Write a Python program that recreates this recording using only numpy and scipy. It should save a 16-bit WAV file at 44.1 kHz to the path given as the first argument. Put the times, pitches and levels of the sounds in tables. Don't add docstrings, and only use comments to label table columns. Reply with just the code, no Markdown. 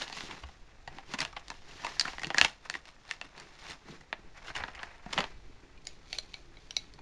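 import sys
import numpy as np
from scipy import signal
from scipy.fft import rfft, irfft, next_fast_len
from scipy.io import wavfile

SR = 44100
rng = np.random.default_rng(int(sys.argv[2]) if len(sys.argv) > 2 else 0)


def digitize_waveform(pressure):
    field = np.atleast_2d(pressure).T
    bounded = np.clip(field, -1, 1)
    quanta = np.round(bounded * 32767).astype(np.int16)
    wavfile.write(sys.argv[1], SR, quanta)


N = 309141
TIME = np.arange(N) / SR
HIT_TIME = TIME[:SR // 10]
LEAD_S = .015

# frequency at pitch ratio 1 [Hz], mean level [dB], 60 dB decay [s].
SHELL_MODES = [(774.5, -4.5, 0.039), (987, 3, 0.016), (1463, -3, 0.0051), (1870, 3.5, 0.013),
               (2746, -2.5, 0.012), (3780, -32, 0.0028), (4570, 3, 0.0079), (6510, -19.5, 0.0043)]
# frequency at pitch ratio 1 [Hz], mean level [dB], 60 dB decay [s].
PENCIL_MODES = [(800, -11.5, 0.016), (1350, -21.5, 0.0063), (2450, -11, 0.04), (2870, -8, 0.0075),
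                (3410, -3, 0.0064), (4330, 1, 0.0076), (5250, -1, 0.0024), (6290, -6, 0.014),
                (7330, -8, 0.0084), (8800, -3.5, 0.0037), (10460, -5, 0.012), (12400, -5, 0.015)]


def from_db(db):
    return 10 ** (np.asarray(db) / 20)


def rms_one(x):
    return x / np.sqrt(np.mean(x ** 2) + 1e-20)


def unit_energy(x):
    return x / np.sqrt(np.sum(x ** 2) + 1e-20)


def together(gains):
    return np.sqrt(sum(gain ** 2 for gain in gains))


def add(track, s, sound):
    start = round(s * SR)
    track[start:start + len(sound)] += sound[:N - start]


def through(force, response):
    return signal.fftconvolve(force, response)[:len(force)]


def colour(x, spectrum):
    size = next_fast_len(len(x) + SR // 10)
    hz, db = np.transpose(spectrum)
    bins = np.maximum(np.arange(size // 2 + 1) * SR / size, 1)
    log_gain = np.log(from_db(np.interp(np.log(bins), np.log(hz), db)))
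    cepstrum = irfft(log_gain, size)
    cepstrum[1:size // 2] *= 2
    cepstrum[size // 2 + 1:] = 0
    response = np.exp(rfft(cepstrum))
    return irfft(rfft(x, size) * response, size)[:len(x)]


def grains(per_s, spread_db, size):
    strength = from_db(spread_db * np.minimum(rng.exponential(1, size), 4))
    return (rng.random(size) < per_s / SR) * strength * rng.choice([-1, 1], size)


def flutter(per_s):
    knots = rng.standard_normal(N // 20)
    return rms_one(np.interp(TIME * per_s, np.arange(len(knots)), knots))


def ringing(modes, pitch, scatter_db):
    hz, db, t60 = np.transpose(modes)[:, :, None]
    gain = from_db(db + scatter_db * rng.standard_normal(db.shape) - 60 * HIT_TIME / t60)
    return unit_energy(np.sum(gain * np.cos(2 * np.pi * hz * pitch * HIT_TIME), axis=0))


def contact(scatter_db, per_s, rise_s, t60):
    t = HIT_TIME - LEAD_S
    envelope = from_db(-60 * np.where(t < 0, -t / rise_s, t / t60))
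    small = grains(per_s, spread_db=4.5, size=len(t)) * envelope
    force = from_db(scatter_db) * unit_energy(small)
    force[round(LEAD_S * SR)] += 1
    return force


def resonate(x, hz, q, gain_db):
    return x + from_db(gain_db) * signal.lfilter(*signal.iirpeak(hz, q, fs=SR), x)


def disperse(x, delay_s):
    hz = np.arange(len(x) + 1) * SR / (2 * len(x))
    phase = 4 * np.pi * np.sqrt(1000 * hz)
    return irfft(rfft(x, 2 * len(x)) * np.exp(-1j * phase * delay_s))[:len(x)]


def balance(db, weight_db, sharp_db, bass_db):
    return db + weight_db + bass_db, db + weight_db, db, db + sharp_db


def voiced(hit, zone_db):
    zone_edges_hz = [110, 550, 1500, 4000, 13000]
    main = (HIT_TIME > LEAD_S - .001) & (HIT_TIME < LEAD_S + .009)
    out = 0
    for low_hz, high_hz, db in zip(zone_edges_hz, zone_edges_hz[1:], zone_db):
        zone = signal.butter(3, (low_hz, high_hz), "band", fs=SR, output="sos")
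        part = signal.sosfilt(zone, hit)
        out = out + from_db(db) * part / np.sqrt(np.mean(part[main] ** 2))
    return out


def movement(s, swell_s, fade_s, db):
    depth_db = 21.5
    rounding = 1.154
    away = np.where(TIME < s, (s - TIME) / swell_s, (TIME - s) / fade_s)
    return from_db(db - depth_db * np.minimum(away, 5) ** rounding)


def room_air():
    # frequency [Hz], relative density [dB per Hz].
    hiss_colour = [(20, 1), (40, -6.5), (85, -12.5), (240, -19.5), (700, -23), (1400, -27.5), (2300, -31),
                   (4300, -36), (7200, -32.5), (13000, -42)]
    return from_db(-59.5) * rms_one(colour(rng.standard_normal(N), hiss_colour))


def sway(level_db):
    # time [s], level before the overall trim level_db [dB].
    arm_levels = [(0.0, -57), (2.1, -53), (2.8, -75), (3.5, -78.5), (4.3, -54), (5.15, -51.5),
                  (5.39, -46.5), (5.7, -55), (7.0, -55)]
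    rumble_colour = [(8, 0.5), (22, -5.0), (32, -5.5), (55, -11), (120, -22.0), (400, -56.0)]   # (Hz, dB)
    rumble = colour(rng.standard_normal(N), rumble_colour)
    return from_db(level_db + np.interp(TIME, *np.transpose(arm_levels))) * rms_one(rumble)


def desk_ring():
    # frequency [Hz], level [dB], 60 dB decay [s].
    desk_modes = [(223, -32, 0.054), (270, -40, 0.081), (348, -50, 0.085), (402, -43, 0.27),
                  (472, -39, 0.076), (544, -34, .08), (590, -33.5, 0.1), (1990, -62, 0.82),
                  (2340, -60, 0.86), (2900, -69, .8)]
    hz, db, t60 = np.transpose(desk_modes)[:, :, None]
    t = TIME[:SR]
    polarity = rng.choice([-1, 1], hz.shape)
    modes = from_db(db - 60 * t / t60) * np.sin(2 * np.pi * hz * t) * polarity
    out = np.zeros(N)
    add(out, 5.19, np.sum(modes, axis=0))
    return out


def thumps(cycles, rise_s):
    # start [s], level before rise and decay [dB], pitch [Hz].
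    bumps = [(0.435, -39.5, 68), (.876, -42.5, 121), (1.141, -26.5, 224), (1.198, -45, 214),
             (1.843, -47, 149), (2.408, -33, 120), (2.415, -41, 65), (3.893, -33, 199), (4.004, -48.5, 128),
             (4.5, -43, 122), (4.603, -41, 83.4), (5.062, -31.5, 202)]
    out = np.zeros(N)
    for s, db, hz in bumps:
        swell = (1 - np.exp(-HIT_TIME / rise_s)) * from_db(db - 60 * HIT_TIME * hz / cycles)
        add(out, s, swell * np.sin(2 * np.pi * hz * HIT_TIME))
    return out


def friction(spectrum, per_s, spread_db, smooth_db, uneven_db):
    slips = rms_one(grains(per_s, spread_db, size=N)) + from_db(smooth_db) * rng.standard_normal(N)
    clumps = from_db(uneven_db * flutter(140))
    return rms_one(colour(slips * clumps, spectrum))


def crinkles(per_s, crack_db):
    out = np.zeros(N)
    for pitch in np.geomspace(.9, 1.9, num=4):
        slips = grains(per_s / 4, spread_db=3, size=N)
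        out += through(slips, ringing(SHELL_MODES, pitch, scatter_db=3)) + from_db(crack_db) * slips
    return rms_one(out)


def rubbing(rolling):
    # finger pressure [dB], wood sliding [dB], crackle [dB].
    strokes = [(0.018, 0.061, 0.086, -44.5, -9.5, 5, 2), (0.19, 0.22, 0.35, -52.5, -3.5, 9.5, 1),
               (0.321, 0.084, 0.14, -49, -3.5, -5.5, -5), (0.95, 0.087, 0.11, -53, -3.5, -5, -9),
               (1.13, 0.098, 0.04, -54.5, -1, 8.5, 2), (1.208, 0.039, 0.088, -39, -9.5, -1, -3),
               (1.38, 0.032, 0.083, -52, -13, -5, -10), (1.52, 0.27, 0.23, -65.5, 1.5, 9, 6),
               (1.69, 0.087, .3, -57, -5, 4.5, -3), (1.86, 0.2, 0.6, -50, -11, 5, -8),
               (2.06, 0.085, 0.16, -48.5, -16, 5, -15), (2.249, 0.086, 0.11, -54, 5.5, 4, 2),
               (2.43, 0.11, 0.087, -42.5, -15, 7, 7), (2.66, 0.036, 0.032, -52, -24, 1.5, 2),
               (2.76, 0.086, 0.051, -57.5, 0, 9, 10), (2.88, .05, 0.11, -68.5, -31, 6, 12),
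               (3.121, 0.11, 0.084, -59.5, -17, 8, 9), (3.24, 0.049, 0.094, -56.5, -5, -6, 2),
               (3.39, 0.1, 0.21, -53.5, -5.5, 0, -8), (3.712, 0.22, 0.073, -51.5, -5.5, 5.5, 3),
               (3.908, 0.11, 0.16, -56.5, 4.5, 4.5, -7), (4.199, 0.12, 0.35, -66.5, 4, -4.5, -9),
               (4.379, 0.04, 0.037, -50, -17, -2.5, -13), (4.498, 0.11, 0.043, -47.5, -12, 0.5, -3),
               (4.57, .04, 0.19, -43.5, -11.5, -6, -5), (4.84, 0.28, 0.28, -51, -13, -7.5, -7.5),
               (5.192, 0.14, 0.13, -42, -7.5, 0, -15)]
    # frequency [Hz], relative density [dB per Hz].
    finger_colour = [(60, -13), (130, -1), (220, -3.5), (400, -1.5), (600, -18.5), (1200, -29.5)]
    card_colour = [(300, -29.5), (550, -7.5), (850, -3), (1300, -5.5), (1900, -3.5), (2600, -8.5),
                   (4500, -48.5)]
    slide_colour = [(1500, -14), (2700, -2.5), (4200, -3), (5500, -3), (7000, -4.5), (9500, -10),
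                    (13000, -2.5)]
    rasp, press, glide = from_db(-68), from_db(-75.5), from_db(-66)
    crackle = 0
    for s, swell_s, fade_s, db, fingers_db, wood_db, crackle_db in strokes:
        effort = movement(s, swell_s, fade_s, db)
        rasp = together([rasp, effort])
        press = together([press, effort * from_db(fingers_db)])
        glide = together([glide, effort * from_db(wood_db)])
        crackle = together([crackle, effort * from_db(crackle_db)])
    press = together([press, from_db(-65.5) * (TIME > 5.3)])
    glide = together([glide, rolling * from_db(-5)])
    fingers = press * friction(finger_colour, per_s=400, spread_db=1.0, smooth_db=1, uneven_db=3.5)
    card = rasp * friction(card_colour, per_s=2200, spread_db=5.0, smooth_db=3.5, uneven_db=3.0)
    slide = glide * friction(slide_colour, per_s=870, spread_db=1.5, smooth_db=5.0, uneven_db=2.0)
    ticks = crackle * crinkles(per_s=220, crack_db=-6.5)
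    return fingers + card + slide + ticks


def roll_effort():
    # peak [s], swell [s], fade [s], peak level [dB].
    rolls = [(5.4, .25, 0.47, -71), (5.89, .06, .12, -57), (6.151, 0.12, 0.15, -49),
             (6.35, 0.18, 0.19, -60), (6.6, 0.17, 0.45, -65), (6.79, 0.24, 0.21, -59)]
    return together(movement(*roll) for roll in rolls)


def pencil_roll(per_s):
    out = np.zeros(N)
    for pitch in np.linspace(.93, 1.05, num=4):
        wood = ringing(PENCIL_MODES, pitch, scatter_db=2)
        out += through(grains(per_s / 4, spread_db=0.5, size=N), wood)
    return rms_one(out)


def pencil_clicks(level_db):
    # main contact [s], level before the trim level_db [dB], weight [dB],
    # sharpness [dB], pitch ratio set by the grip, main ring [Hz], second ring [Hz].
    clicks = [(5.777, -59, -22, -10, 1, 2420, 2900), (5.853, -64, -13, 10, 1, 6200, 9000),
              (5.8706, -45, -12, 10, 0.9, 4950, 6700), (6.1294, -36, -12.5, -2, 0.94, 4370, 2740),
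              (6.139, -57, -10, -1, 1.06, 4270, 5000), (6.149, -49, -23, -6, 1, 2500, 4200),
              (6.186, -35.5, -12.5, 3, 0.94, 4090, 7500), (6.336, -57, -9, -2, 1.07, 2920, 3580),
              (6.3416, -41, -14, -6, 0.93, 2320, 4220), (6.571, -55.5, -5.5, -23, 0.93, 4350, 2200),
              (6.7085, -42, -18, 0, 0.917, 5600, 3050), (6.767, -30.5, -16.5, 3, 0.92, 3830, 5980),
              (6.938, -61.5, -7, 6.5, 0.7, 7240, 4200), (6.99, -57.5, 6.5, -7, 1, 913, 2380)]
    out = np.zeros(N)
    for s, db, weight_db, sharp_db, pitch, main_hz, second_hz in clicks:
        wood = ringing(PENCIL_MODES, pitch, scatter_db=1)
        force = contact(-3.5, per_s=8900, rise_s=0.007, t60=0.0076)
        hit = resonate(through(force, wood), main_hz, q=20, gain_db=6)
        hit = resonate(hit, second_hz, q=22, gain_db=5)
        add(out, s - LEAD_S, voiced(hit, balance(db, weight_db, sharp_db, bass_db=-13)))
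    return from_db(level_db) * out


def bundle_ring(wood):
    # frequency [Hz], mean level [dB], 60 dB decay [s].
    bundle_modes = [(2180, -3, .14), (2510, -5.5, .17), (2860, -5.5, .19), (3480, -6, 0.17),
                    (4430, -4.5, 0.12), (4440, 3, 0.14), (6800, 1, 0.18)]
    return from_db(-23.5) * through(wood, ringing(bundle_modes, 1, scatter_db=1.5))


def pack_snaps(crack_db, pitch_spread, level_db):
    # main contact [s], level before the crease colour [dB], weight of the
    # card's body [dB], sharpness of the crack [dB], crumple around the snap [dB], main ring [Hz].
    snaps = [(0.019, -34, -11, -7.5, 16, 3350), (0.079, -44, -8, -10, -9, 4300),
             (0.0981, -47, 3, -5, -23, 820), (0.1275, -42, -4, -4.5, 22, 4200),
             (0.1667, -42.5, 0.5, -2, 8, 930), (0.185, -45, -10, -16, -8, 2730),
             (0.2067, -39.5, -4.5, -13, -20, 3860), (0.298, -53.5, 8, -11, 18, 930),
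             (0.3096, -41.5, -3, -11, 12, 2850), (0.435, -46.5, 2.5, -14, 9, 2960),
             (0.487, -54.5, 4.5, -10, 8, 690), (0.8758, -42, 2.5, -11, 4, 720),
             (0.9845, -46, 4, -13, -12, 870), (1.138, -36, 0.5, -2, 14, 3550),
             (1.144, -40, 1, -10, 23, 980), (1.1879, -34.5, -8, -3.5, 10, 2600),
             (1.204, -31, -18, 0, 4, 2560), (1.2161, -34, -4, -4, 21, 3040),
             (1.25, -35, -6, -6.5, -10, 2950), (1.3279, -53, 5, -6, 2, 1280),
             (1.3662, -39, 2, -16, 10.5, 744), (1.482, -50.5, -4, 3, -8, 3580),
             (1.5019, -40, 0.5, -3, -3, 955), (1.5155, -51.5, 7, -12, -7, 970),
             (1.8372, -48, 7, -13, 15, 1060), (1.8462, -36, 5.5, -7, 4.5, 940),
             (1.8662, -36, 1, -8, 0, 1190), (1.996, -28.5, -17, 7, -3, 4600),
             (2.01, -29, -13, 1.5, -2, 4300), (2.0519, -36.5, 2.5, -11, 11, 1400),
             (2.077, -36, -0.5, -11, 19, 2380), (2.133, -46.5, 3.5, -10.5, -2.5, 955),
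             (2.1822, -40, -1, -22, -16.5, 1880), (2.195, -41.5, -11, -7, -6, 1940),
             (2.2172, -43, -4, -5, 5.5, 1910), (2.233, -34, -4.5, -8, -3, 1940),
             (2.2447, -33.5, -21, -13, -2, 2980), (2.2694, -42.5, -7, 0, -8, 2100),
             (2.3029, -34, 2, -15, -2, 2830), (2.3445, -30, 1, -11.5, 1.5, 1800),
             (2.3736, -35, -1, -11, 7, 1930), (2.3827, -19, -10, -4, -1.5, 1800),
             (2.413, -14.5, -11.5, -9.5, -17.5, 2860), (2.4472, -20.5, -8.5, -8.5, 0.5, 2750),
             (2.6986, -32.5, -7.5, -3, -7, 1560), (2.7401, -35.5, -15, -14, -5.5, 2060),
             (2.7517, -35, -5, -21, -9, 1750), (2.8544, -53, -8, -3.5, -5, 2810),
             (3.111, -31, -16, -8.5, -9, 1900), (3.2133, -37.5, -6, -10.5, -9, 2700),
             (3.3782, -48.5, -3, -7.5, 5, 4800), (3.3993, -51.5, -5, 3.5, -1, 2150),
             (3.698, -44, -16, -3, 12, 2300), (4.009, -54, -3, -6, 3, 1900),
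             (4.1276, -31.5, -2, -23, -7, 1970), (4.481, -43, -5, -17, 19, 1500),
             (4.5011, -44, 2, -18, 5, 1690), (4.5525, -36.5, -4, -11, 11, 2870),
             (4.5653, -35.5, -5.5, -8.5, 28, 1710), (4.603, -42, 1.5, -16, 16, 2100),
             (4.6369, -34, -1.5, -32, -0.5, 1540), (4.6811, -45.5, 3.5, -20, 12, 1490),
             (4.7493, -45.5, -10, -8, 0, 2350), (4.7921, -45.5, -2, -29, 4, 1720),
             (4.831, -37, -3.5, -12.5, -5, 1720), (5.061, -53.5, 10, -11, 6, 700),
             (5.1313, -33.5, -2.5, -3, 16, 3300), (5.1777, -27.5, 0, -22, -4.5, 3160),
             (5.1844, -28, -0.5, -11, 4, 950), (5.204, -31.5, -0.5, -7, 3, 2980),
             (5.2405, -37, -0.5, -15, -1.5, 3350)]
    # frequency [Hz], gain [dB].
    crease_colour = [(120, -5), (300, 1), (470, -7), (750, -1.5), (1500, -3), (2800, -1), (3700, -3.5),
                     (4700, -2), (7000, 4), (10000, 0), (13000, -4)]
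    out = np.zeros(N)
    for s, db, weight_db, sharp_db, crumple_db, ring_hz in snaps:
        build_up_s = np.clip(.0025 * from_db(crumple_db), .001, .02)
        force = contact(crumple_db, per_s=3000, rise_s=build_up_s, t60=0.034)
        pitch = np.exp(pitch_spread * rng.standard_normal())
        panel = ringing(SHELL_MODES, pitch, scatter_db=-2.0)
        panel[0] += from_db(crack_db)
        hit = resonate(through(force, panel), ring_hz, q=4.9, gain_db=6.5)
        hit = disperse(hit, delay_s=.0009)
        add(out, s - LEAD_S, voiced(hit, balance(db, weight_db, sharp_db, bass_db=-11)))
    return from_db(level_db) * colour(out, crease_colour)


def room(x, early_db, early_t60, tail_db, tail_t60, gap_s):
    t = TIME[:SR // 2]
    early = grains(1100, spread_db=-1.0, size=len(t)) * from_db(-60 * t / early_t60) * (t > gap_s)
    tail = rng.standard_normal(len(t)) * from_db(-60 * t / tail_t60) * (t > 2 * gap_s)
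    echoes = from_db(early_db) * unit_energy(early) + from_db(tail_db) * unit_energy(tail)
    walls = [(200, 2.5), (2500, -5.5), (6000, -6), (12000, -4.0)]   # (Hz, dB)
    return x + signal.fftconvolve(x, colour(echoes, walls))[:N]


def scene():
    rolling = roll_effort()
    handling = thumps(cycles=8.4, rise_s=0.0028) + rubbing(rolling)
    handling = handling + pack_snaps(crack_db=3, pitch_spread=.08, level_db=0.0)
    wood = rolling * pencil_roll(per_s=600) + pencil_clicks(level_db=-0.9)
    wood = wood + bundle_ring(wood)
    pack = room(handling, early_db=-9.5, early_t60=0.049, tail_db=-16, tail_t60=0.25, gap_s=0.0078)
    pencils = room(wood, early_db=-8.0, early_t60=0.059, tail_db=-15.5, tail_t60=0.25, gap_s=0.0032)
    return (room_air() + sway(level_db=-1.5) + desk_ring() + pencils + pack)[None]


def record(dry):
    # frequency [Hz], gain [dB].
    treble = [(3300, 1), (3750, 2.5), (4400, 1), (6000, -1.5), (7550, -7), (8050, -20), (8600, -9.5),
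              (9800, -16.5), (11500, -26.5), (12700, -30), (14500, -45.5)]
    heard = colour(dry[0], treble)
    heard = heard / (1 + heard ** 4) ** .25
    top_cut = signal.cheby2(12, 60, 14600, fs=SR, output="sos")
    return signal.sosfilt(top_cut, heard)[None]


dry = scene()
out = record(dry)
digitize_waveform(out)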